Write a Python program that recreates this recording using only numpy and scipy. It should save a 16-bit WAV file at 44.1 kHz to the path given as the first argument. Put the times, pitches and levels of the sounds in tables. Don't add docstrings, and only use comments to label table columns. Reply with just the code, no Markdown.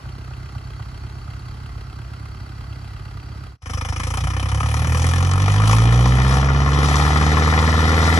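import sys
import numpy as np
from scipy import signal
from scipy.fft import rfft, irfft, next_fast_len
from scipy.io import wavfile
from scipy.ndimage import uniform_filter1d

SR = 44100
rng = np.random.default_rng(int(sys.argv[2]) if len(sys.argv) > 2 else 0)


def generate_wav(signal):
    frames = np.transpose(np.atleast_2d(signal))
    scaled = np.clip(frames, -1, 1) * 32767
    pcm = np.round(scaled).astype(np.int16)
    wavfile.write(sys.argv[1], SR, pcm)


N = 361179
TIME = np.arange(N) / SR
EDGE_HZ = 15500

# time in seconds, firings per second.
PULL_SPEED = [(3.6, 25.81), (3.92, 26.62), (4.61, 35.35), (5.33, 46.62), (6.1, 62.24), (6.42, 67.72),
              (7.58, 78.64), (8.2, 81.64)]
# time in seconds, gain.
PULL_FADE = [(3.61, 0.0057), (3.66, 0.41), (3.73, 1)]


def pulling():
    rate = curves(PULL_SPEED)[0]
    exhaust_db, knock_db, rasp_db, hiss_db = loudness(rate)
    at, cylinder = firings(rate * (TIME >= PULL_SPEED[0][0]), start_turn=.504)
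    speed = (rate - rate.min()) / np.ptp(rate)
    _, slow_db, fast_db, _ = np.array(PULL_CYLINDERS)[cylinder].T
    hit_db = slow_db + speed[at] * (fast_db - slow_db)
    engine = pull_exhaust(at, cylinder, rate, speed, exhaust_db)
    engine += at_level(pull_knock(at, cylinder, hit_db, speed), knock_db)
    rasp, puffs = pull_rasp(at, cylinder, hit_db, speed)
    engine += at_level(band(rasp, 1930, 6630), rasp_db)
    engine += at_level(band(rasp, 7070, 16200), hiss_db)
    engine += turbo(puffs) + hum(rate, PULL_HUM)
    engine += ringing(at, hit_db, scatter_db=3.0) + chuffs(at, speed)
    return engine * curves(PULL_FADE)[0]


# level in dB at top speed, dB per octave of speed.
KNOCK_LAW = (-22.5, 7.95)
RASP_LAW = (-33, 7.56)
HISS_LAW = (-44, 3)
# middle in seconds, half width in seconds (to 1/e), change in dB.
SWELLS = [(4.112, 0.12, 6), (4.72, 0.11, 4), (5.06, 0.15, 7.5), (5.498, 0.088, 2), (5.72, 0.088, 8.5),
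          (6.35, 0.071, 8.5), (6.51, 0.24, -7.5), (6.93, 0.14, 5), (8.151, 0.18, 3.5)]
RASP_SWELL_SHARE, KNOCK_SWELL_SHARE = 0.61, 0.23
EXHAUST_DB, EXHAUST_DB_PER_OCTAVE, FULL_LOAD_HZ = -16, 13, 42.3
BOOM_DB, BOOM_HZ, BOOM_WIDTH_HZ = 4, 58.2, 7.8


def loudness(rate):
    exhaust_db = EXHAUST_DB + EXHAUST_DB_PER_OCTAVE * np.minimum(np.log2(rate / FULL_LOAD_HZ), 0)
    exhaust_db += BOOM_DB * bell(rate, BOOM_HZ, BOOM_WIDTH_HZ)
    octaves = np.log2(rate / rate.max())
    knock_db, rasp_db, hiss_db = (db + slope * octaves for db, slope in (KNOCK_LAW, RASP_LAW, HISS_LAW))
    swell_db = sum(db * bell(TIME, s, width) for s, width, db in SWELLS)
    knock_db = knock_db + KNOCK_SWELL_SHARE * swell_db
    rasp_db = rasp_db + RASP_SWELL_SHARE * swell_db
    return exhaust_db, knock_db, rasp_db, hiss_db + swell_db


# relative thump in dB, relative knock in dB when
# slow, relative knock in dB flat out, lag in seconds; thump and lag differences are scaled with speed.
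PULL_CYLINDERS = [(0.6, 0, 1, .0101), (-0.5, -2.5, -2, .0101), (-1.5, .8, -4.2, .0109),
                  (0.6, 1.3, 1.8, .0106)]
# frequency in Hz, relative gain in dB.
PULL_PIPE = [(12, -82), (26, -36), (37, -29), (53, -6.5), (71, -1), (80, 2), (106, 5.5), (128, -1),
             (142, -2), (159, -5.5), (180, -14), (205, -12.5), (240, -19), (310, -24.5), (450, -21),
             (900, -46.5)]
SLOW_BASS = 1.4
CRANK_DB = -45


def pull_exhaust(at, cylinder, rate, speed, db):
    thump_db, _, _, lag_s = np.array(PULL_CYLINDERS)[cylinder].T
    uneven = 0.18 + 0.72 * speed[at] ** 3
    stumble_db = 2.1 * (1 - speed[at]) ** 3 * rng.standard_normal(len(at))
    lag_s = lag_s.mean() + uneven * (lag_s - lag_s.mean())
    strength_db = uneven * thump_db + stumble_db
    thumps = blows(at, strength_db, scatter_db=0.5, jitter_s=0.000099, delay_s=lag_s)
    pipe = colour(blowdown(thumps, rate, open_share=0.25, longest_s=.0075), PULL_PIPE)
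    pipe += SLOW_BASS * (1 - speed) ** 4 * band(pipe, lo_hz=35, hi_hz=80.4)
    crank = np.sqrt(2) * np.sin(np.pi * np.cumsum(rate) / SR)
    throb = gain_of(CRANK_DB) * speed ** 2 * crank
    return at_level(microphones(pipe, [(50, -1.1, 0.14), (200, -0.8, 0.1)]), db) + throb


def blowdown(train, rate, open_share, longest_s):
    out = np.zeros(N)
    for i in np.flatnonzero(train):
        puff = np.hanning(min(open_share / rate[i], longest_s) * SR)
        add(out, (i - len(puff) / 2) / SR, train[i] * puff / puff.sum())
    return out


# frequency in Hz, left minus right in dB,
# left lead in radians.
PULL_MICS = [(200, -5, 0.11), (600, 2, 0.23), (1050, 5, 0.33), (1470, 2, 2.25), (1740, 33.5, 2.4),
             (2048, 0.3, 2.45), (2603, 9.5, 7.2), (2740, -0.5, 10.7), (3420, 5, 13.57), (3450, -4.5, 13.56),
             (4310, 5.5, 14.97), (4260, 2, 15.5), (4500, 18, 17), (5900, 3.5, 18.36), (7840, 0, 17.29),
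             (10720, 0, 11.26), (14700, 0.2, 5.8)]
GROWL = 0.59
BRIGHTEN = 0.81


def pull_knock(at, cylinder, hit_db, speed):
    force_db = hit_db * (.8 + .2 * speed[at])
    force_db = force_db + 1.8 * (1 - speed[at]) ** 2 * rng.uniform(-1, 1, len(at))
    hits = blows(at, force_db, scatter_db=.8, jitter_s=.00012, delay_s=.0002)
    slaps = (1 - speed) * blows(at, force_db - 8, scatter_db=2, jitter_s=.0007, delay_s=.0065)
    envelope = bursts(hits + slaps, rise_s=.001, decay_s=.0062)
    knock = evened(rattle(envelope, steady=.25 + .35 * speed ** 2, grain_db=2.9))
    knock += (.65 + .25 * speed) * block_ring(at, cylinder, force_db, rise_s=.0002, decay_s=.0066)
    knock = engine_colour(recolour(knock, at, spread_db=3), speed)
    growl = band(colour(evened(hits), PULL_TONE), 230, 665)
    knock += speed * GROWL * growl - (0.18 + 0.33 * speed) * band(knock, 155, 410)
    knock += BRIGHTEN * speed ** 4 * band(knock, 1440, 2500)
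    return band(microphones(knock, PULL_MICS) + trees(knock), 138, 2360)


RASP_BRIGHTEN = 0.4


def pull_rasp(at, cylinder, hit_db, speed):
    clacks = blows(at, hit_db / 2, scatter_db=1.2, jitter_s=.0006, delay_s=-.001)
    clacks += blows(at, hit_db / 2 - 9, scatter_db=2.5, jitter_s=.002, delay_s=.013)
    puffs = uniform_filter1d(bursts(clacks, rise_s=0.008, decay_s=0.0042), size=200)
    rasp = rattle(puffs, steady=0.1 + 3.6 * speed ** 3, grain_db=6)
    rasp += (0.68 + 0.13 * speed) * block_ring(at, cylinder, hit_db / 2, rise_s=0.003, decay_s=0.0094)
    rasp = engine_colour(recolour(rasp, at, spread_db=3.5), speed)
    rasp += RASP_BRIGHTEN * speed ** 6 * band(rasp, 3500, 4300)
    return microphones(rasp, PULL_MICS) + gain_of(-2.5) * trees(rasp), puffs


def block_ring(at, cylinder, hit_db, rise_s, decay_s):
    t, out = np.arange(SR // 20) / SR, np.zeros(N)
    shape = (1 - np.exp(-t / rise_s)) * np.exp(-t / decay_s)
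    for k in range(len(PULL_CYLINDERS)):
        mine = cylinder == k
        own = blows(at[mine], hit_db[mine], scatter_db=1.3, jitter_s=.00007, delay_s=.0002)
        ring = shape * rng.standard_normal(len(t))
        for i in np.flatnonzero(own):
            add(out, i / SR, own[i] * ring)
    return evened(out)


def recolour(x, at, spread_db, count=7):
    size = next_fast_len(N)
    log_hz = np.log(np.fft.rfftfreq(size, 1 / SR) + 1)
    place = np.interp(log_hz, np.log(np.geomspace(450, 11000, count)), np.arange(count))
    firing, spectrum = np.searchsorted(at, np.arange(N)), rfft(x, size)
    gains = gain_of(spread_db * rng.uniform(-1, 1, (len(at) + 1, count)))
    out = np.zeros(N)
    for k in range(count):
        slice_k = irfft(spectrum * np.maximum(1 - abs(place - k), 0), size)[:N]
        out += slice_k * uniform_filter1d(gains[firing, k], 64)
    return out


# frequency in Hz, relative gain in dB.
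SLOW_TONE = [(200, -2.5), (290, -1), (400, -20), (510, -5.5), (620, -18.5), (770, -4), (860, -15),
             (1000, -8.5), (1250, -2.5), (1530, -13.5), (1850, -8.5), (2100, -7), (2400, -6), (2720, -10.5),
             (3020, -7.5), (4000, -10.5), (5200, -11.5), (5600, -5.5), (6200, -9), (7400, -21),
             (11000, -22.5), (15000, -52.5)]
PULL_TONE = [(200, 2), (310, -2.5), (370, -6.5), (470, -4.5), (610, -13.5), (770, -2.5), (860, -8.5),
             (970, -5), (1220, -2.5), (1400, -4), (1530, -21.5), (1700, -13), (2000, -5.5), (2150, -13),
             (2450, -16.5), (2720, -18), (3000, -18.5), (3250, -16), (3550, -15), (4400, -18),
             (5200, -16.5), (5750, -17), (7200, -28), (11000, -38.5), (12200, -46), (14000, -43.5),
             (15000, -61)]


def engine_colour(x, speed):
    return colour(x * (1 - speed), SLOW_TONE) + colour(x * speed, PULL_TONE)


TREES_DB, TREES_DECAY_S = -7, 0.044


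def trees(x):
    t = np.arange(SR // 4) / SR
    tails = rng.standard_normal((2, len(t))) * np.exp(-t / TREES_DECAY_S)
    echo = signal.oaconvolve(x[None], tails / np.linalg.norm(tails), axes=1)[:, :N]
    return gain_of(TREES_DB) * echo


# time in seconds, pitch in Hz, relative level in dB.
TURBO = [(3.6, 7700, -56), (3.9, 8100, -48), (4.2, 9000, -48), (4.5, 9730, -46), (4.8, 10900, -41),
         (5.0, 11700, -42), (5.2, 13000, -58), (5.45, 14500, -75)]


def turbo(puffs):
    hz, db = curves(TURBO)
    push = .5 + .5 * puffs
    whistle = gain_of(db) * (TIME < TURBO[-1][0]) * push * whine(hz, width_hz=200)
    return microphones(whistle, PULL_MICS)


# multiple of the firing rate, rms in dB at the
PULL_HUM = [(.75, -35.5), (1.5, -36), (1.75, -33.5), (2.75, -34), (3, -36.5), (3.25, -37), (3.75, -38.5),
            (4.25, -39.5), (5.25, -43), (5.75, -42), (6, -62), (6.25, -45)]
IDLE_HUM = [(1.5, -58), (1.75, -47), (2.75, -65), (3.5, -58), (3.75, -46)]
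HUM_DB_PER_OCTAVE = 15.5


def hum(rate, orders):
    turns = np.cumsum(rate) / SR
    lines = np.zeros(N)
    for k, db in orders:
        multiple = round(4 * k) / 4
        lines += gain_of(db) * np.sin(2 * np.pi * (multiple * turns + rng.random()))
    return np.sqrt(2) * lines * gain_of(HUM_DB_PER_OCTAVE * np.log2(rate / rate.max()))


# frequency in Hz, relative level in dB, time to fall 60 dB in seconds.
PANEL_MODES = [(936, -29.5, 0.047), (1854, -37, 0.043), (2446, -37, 0.049), (2884, -34, 0.042),
               (3044, -32.5, 0.041), (3450, -39, 0.05)]


def ringing(at, force_db, scatter_db):
    t, out = np.arange(SR // 10) / SR, np.zeros(N)
    for hz, db, t60 in PANEL_MODES:
        hits = blows(at, force_db + db, scatter_db=scatter_db, jitter_s=.0003, delay_s=.0005)
        out += signal.oaconvolve(hits, gain_of(-60 * t / t60) * np.sin(2 * np.pi * hz * t))[:N]
    return microphones(out, PULL_MICS) + trees(out)


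CHUFF_DB, CHUFF_AT, CHUFF_WIDTH = -35.5, 0.28, 0.4


def chuffs(at, speed):
    turns = np.interp(np.arange(N), at, np.arange(len(at))) % 1
    gate = bell(turns, CHUFF_AT, CHUFF_WIDTH) * (1 - speed) ** 5
    hiss = band(rng.standard_normal(N), lo_hz=4940, hi_hz=6300)
    return microphones(gain_of(CHUFF_DB) * gate * evened(hiss), PULL_MICS)


# time in seconds, peak in dB before the microphones.
BANGS = [(4.001, -18), (4.169, -27), (4.236, -23), (4.604, -10.5), (4.741, -23), (4.819, -15.5),
         (5.478, -12), (5.6, -8.5), (5.694, -6.5), (5.729, -5), (6.057, -9), (6.369, -16), (6.601, -24),
         (6.997, -8), (7.105, -17), (7.16, -8), (7.264, -17), (7.278, -12), (7.369, -7.5), (7.474, -9.5),
         (7.525, -25), (7.577, -8), (7.98, -15)]
# frequency in Hz, relative gain in dB.
BANG_TONE = [(300, -13), (600, -12), (800, -2), (1000, 4.5), (1300, 7), (1530, -22), (1900, -7.5),
             (3000, -16), (4500, -35), (9000, -45)]
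BANG_DECAY_S = .0035


def bangs():
    t, out = np.arange(SR // 20) / SR, np.zeros(N)
    for s, db in BANGS:
        crack = np.pad(rng.standard_normal(len(t)) * np.exp(-t / BANG_DECAY_S), (64, 0))
        crack = colour(crack, BANG_TONE)
        add(out, s, gain_of(db) * crack / abs(crack).max())
    return microphones(out, PULL_MICS)


# time in seconds, firings per second.
IDLE_SPEED = [(0, 31.82), (.32, 32.52), (1.33, 33.63), (3.6, 33.95)]
# relative thump in dB, relative knock in dB, relative
# tick in dB, lag through the manifold in seconds.
IDLE_CYLINDERS = [(-9.5, 7, 2, 0.0091), (-8, 4.5, -17, 0.00883), (-8, 6, -15, 0.0095),
                  (-9.5, 7, 7, 0.00703)]
# frequency in Hz, relative gain in dB.
IDLE_PIPE = [(20, -74), (35, -21), (52, 6), (68, -2), (100, -1.5), (130, -1), (150, -13.5), (200, -21),
             (300, -23.5), (600, -76)]
# frequency in Hz, relative gain in dB.
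IDLE_TONE = [(60, 10), (200, -7), (380, -5), (520, -15), (640, -9), (950, -8.5), (1200, -5), (1600, -9),
             (1850, -12.5), (2060, -11.5), (2250, -20), (2500, -16.5), (2950, -18.5), (3200, -17.5),
             (3700, -26), (3950, -17), (4300, -18), (4550, -19.5), (4900, -19.5), (6200, -32.5),
             (6700, -36), (7400, -29), (11000, -33), (15000, -39)]
# frequency in Hz, left minus right in dB,
# left lead in radians.
IDLE_MICS = [(194, -2, -1), (715, -1.5, 1.3), (1014, 1.5, -2.5), (1160, -30, -1.5), (1530, 10, 1.5),
             (1680, -2.5, -3.5), (2240, 2, 1.4), (2580, 1, -1), (2870, 4, 1.9), (3400, -2, 0.05),
             (4500, -4, 1.5), (5400, 0, 3), (8460, 1, -2.5), (14200, -1, 5)]
# time in seconds, pitch in Hz.
IDLE_WHINE = [(0, 4440), (.7, 4470), (1.5, 4520), (3.6, 4600)]
# time in seconds, gain.
IDLE_FADE = [(3.46, 0.37), (3.53, 0.17), (3.575, 0.0052)]
IDLE_EXHAUST_DB, IDLE_CLATTER_DB = -23.5, -37.5


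def idling():
    rate = curves(IDLE_SPEED)[0]
    at, cylinder = firings(rate, start_turn=.115)
    thump_db, hit_db, tick_db, lag_s = np.array(IDLE_CYLINDERS)[cylinder].T
    thumps = blows(at, thump_db, scatter_db=1.5, jitter_s=0.0004, delay_s=lag_s)
    shake = gain_of(-7) * evened(colour(rng.standard_normal(N), IDLE_PIPE))
    exhaust = evened(colour(thumps, IDLE_PIPE)) + shake
    exhaust = microphones(exhaust, [(50, -0.5, -0.16), (200, -3.0, -0.26)])
    knocks = blows(at, hit_db, scatter_db=1.7, jitter_s=.0008, delay_s=-.0038)
    envelope = bursts(knocks, rise_s=.008, decay_s=.0055)
    clatter = colour(rattle(envelope, steady=1.0, grain_db=3.5), IDLE_TONE)
    clatter = microphones(clatter, IDLE_MICS)
    scatter = np.array([colour(rng.standard_normal(N), IDLE_TONE) for side in range(2)])
    clatter = evened(clatter) + gain_of(-5.0) * evened(scatter)
    clatter += gain_of(-17) * evened(3 + envelope) * whine(curves(IDLE_WHINE)[0], width_hz=65)
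    engine = at_level(exhaust, IDLE_EXHAUST_DB) + at_level(band(clatter, 174, 24000), IDLE_CLATTER_DB)
    engine += hum(rate, IDLE_HUM) + idle_ticks(at, tick_db) + idle_thuds()
    return (engine + insects()) * curves(IDLE_FADE)[0]


# time in seconds, relative thump in
# dB, relative knock in dB.
IDLE_THUDS = [(0.055, -13, -23), (.311, -24, -20), (0.554, -17, -20), (0.797, -16.5, -18),
              (1.039, -22, -24), (1.277, -20, -22), (1.507, -24, -39), (1.753, -19, -22), (2.462, -42, -26),
              (2.702, -19, -29)]
THUD_HZ, THUD_S = 100, 0.027


def idle_thuds():
    t, out = np.arange(0, THUD_S, 1 / SR), np.zeros(N)
    puff = np.hanning(len(t)) * np.sin(2 * np.pi * THUD_HZ * t)
    for s, db, _ in IDLE_THUDS:
        add(out, s + 0.0055, gain_of(db) * puff)
    knocks = snaps([(s, db) for s, _, db in IDLE_THUDS], decay_s=0.0049, lo_hz=550, hi_hz=1650)
    return out + microphones(knocks, IDLE_MICS)


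IDLE_TICK_DB = -50


def idle_ticks(at, tick_db):
    ticks = blows(at, tick_db, scatter_db=1.5, jitter_s=.0003, delay_s=-.003)
    strokes = bursts(ticks, rise_s=.0006, decay_s=.005)
    tick = band(strokes * rng.standard_normal(N), lo_hz=2470, hi_hz=3350)
    return gain_of(IDLE_TICK_DB) * microphones(evened(tick), IDLE_MICS)


# start in seconds, length in seconds, level in dB at
RUMBLES = [(4.164, .14, -26), (4.54, .12, -29), (4.763, 0.16, -25)]


def rumble(start_s, length_s, db):
    swell = np.sin(np.pi * np.clip((TIME - start_s) / length_s, 0, 1))
    return gain_of(db) * swell * evened(band(rng.standard_normal(N), 46, 160))


# time in seconds, peak in dB before the microphones.
CRACKLES = [(5.2251, -34), (5.3114, -17), (5.3341, -18.5), (5.5182, -17), (5.6712, -32), (5.711, -30)]


def crackles():
    return microphones(snaps(CRACKLES, decay_s=.004, lo_hz=3500, hi_hz=10000), PULL_MICS)


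# start in seconds (negative: already singing), end in seconds, pitch
# in Hz, noise bandwidth to each side in Hz, relative level in dB.
INSECTS = [(-2, 1.6, 6600, 170, -58), (-1, 3.6, 6600, 170, -57), (-5, 3.6, 5500, 170, -52)]


def insects():
    out = np.zeros((2, N))
    for start, end, hz, width_hz, db in INSECTS:
        singing = uniform_filter1d(1. * (TIME >= start) * (TIME < end), 2000)
        buzz = np.array([whine(np.full(N, hz), width_hz) for side in range(2)])
        out += gain_of(db) * singing * buzz
    return out


def whine(hz, width_hz):
    low_pass = signal.butter(2, width_hz, fs=SR, output='sos')
    fuzz = evened(signal.sosfilt(low_pass, rng.standard_normal(N)))
    return fuzz * np.sin(2 * np.pi * np.cumsum(hz) / SR) * (hz < EDGE_HZ)


def snaps(rows, decay_s, lo_hz, hi_hz):
    t, out = np.arange(SR // 20) / SR, np.zeros(N)
    for s, db in rows:
        burst = np.pad(rng.standard_normal(len(t)) * np.exp(-t / decay_s), (64, 0))
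        burst = band(burst, lo_hz, hi_hz)
        add(out, s, gain_of(db) * burst / abs(burst).max())
    return out


def firings(rate, start_turn):
    count = np.floor(start_turn + np.cumsum(rate) / SR).astype(int)
    at = np.flatnonzero(np.diff(count)) + 1
    return at, count[at] % len(PULL_CYLINDERS)


def blows(at, db, scatter_db, jitter_s, delay_s):
    size, slip = rng.uniform(-np.sqrt(3), np.sqrt(3), (len(at), 2)).T
    train = np.zeros(N)
    late = ((delay_s + jitter_s * slip) * SR).astype(int)
    train[np.clip(at + late, 0, N - 1)] = gain_of(db + scatter_db * size)
    return train


def bursts(train, rise_s, decay_s):
    t = np.arange(SR // 12) / SR
    shape = (1 - np.exp(-t / rise_s)) * np.exp(-t / decay_s)
    return evened(signal.oaconvolve(train, shape)[:N])


def rattle(envelope, steady, grain_db):
    flicker = np.tanh(evened(uniform_filter1d(rng.standard_normal(N), 60)))
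    grain = gain_of(grain_db * flicker)
    return grain * envelope * rng.standard_normal(N) + steady * rng.standard_normal(N)


def microphones(x, mics):
    size = next_fast_len(N + 4096)
    tilt_db, lead = read(mics, np.fft.rfftfreq(size, 1 / SR))
    ratio = gain_of(tilt_db)
    pair = np.array([ratio, np.exp(-1j * lead)]) / np.sqrt(1 + ratio ** 2)
    return irfft(rfft(x, size) * pair, size)[:, :N]


def colour(x, points, size=8192):
    log_gain = np.log(gain_of(read(points, abs(np.fft.fftfreq(size, 1 / SR)))[0]))
    ring = np.fft.ifft(np.exp(np.conj(signal.hilbert(log_gain)))).real[:size // 2]
    return signal.oaconvolve(x, ring)[:N]


def band(x, lo_hz, hi_hz):
    sos = signal.butter(4, [lo_hz, min(hi_hz, .49 * SR)], 'band', fs=SR, output='sos')
    return signal.sosfiltfilt(sos, x)


def at_level(pair, db, size=6000):
    power = uniform_filter1d(uniform_filter1d(pair.mean(0) ** 2, size), size)
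    return pair * gain_of(db) / np.sqrt(abs(power) + 1e-20)


def gain_of(db):
    return 10 ** (np.asarray(db) / 20)


def evened(x):
    return x / np.sqrt(np.mean(x ** 2) + 1e-20)


def bell(x, middle, half_width):
    return np.exp(-((x - middle) / half_width) ** 2)


def curves(rows):
    s, *columns = np.transpose(rows)
    return [np.interp(TIME, s, c) for c in columns]


def read(points, hz):
    f, *columns = np.transpose(points)
    return [np.interp(np.log(hz + 1), np.log(f), c) for c in columns]


def add(mix, s, sound):
    part = mix[round(s * SR):][:len(sound)]
    part += sound[:len(part)]


def scene():
    rumbles = sum(rumble(*row) for row in RUMBLES)
    return idling() + pulling() + bangs() + crackles() + rumbles


def record(dry):
    low_pass = signal.firwin(511, EDGE_HZ, window=("kaiser", 9), fs=SR)
    return signal.oaconvolve(dry, low_pass[None], "same")


dry = scene()
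out = record(dry)
generate_wav(out)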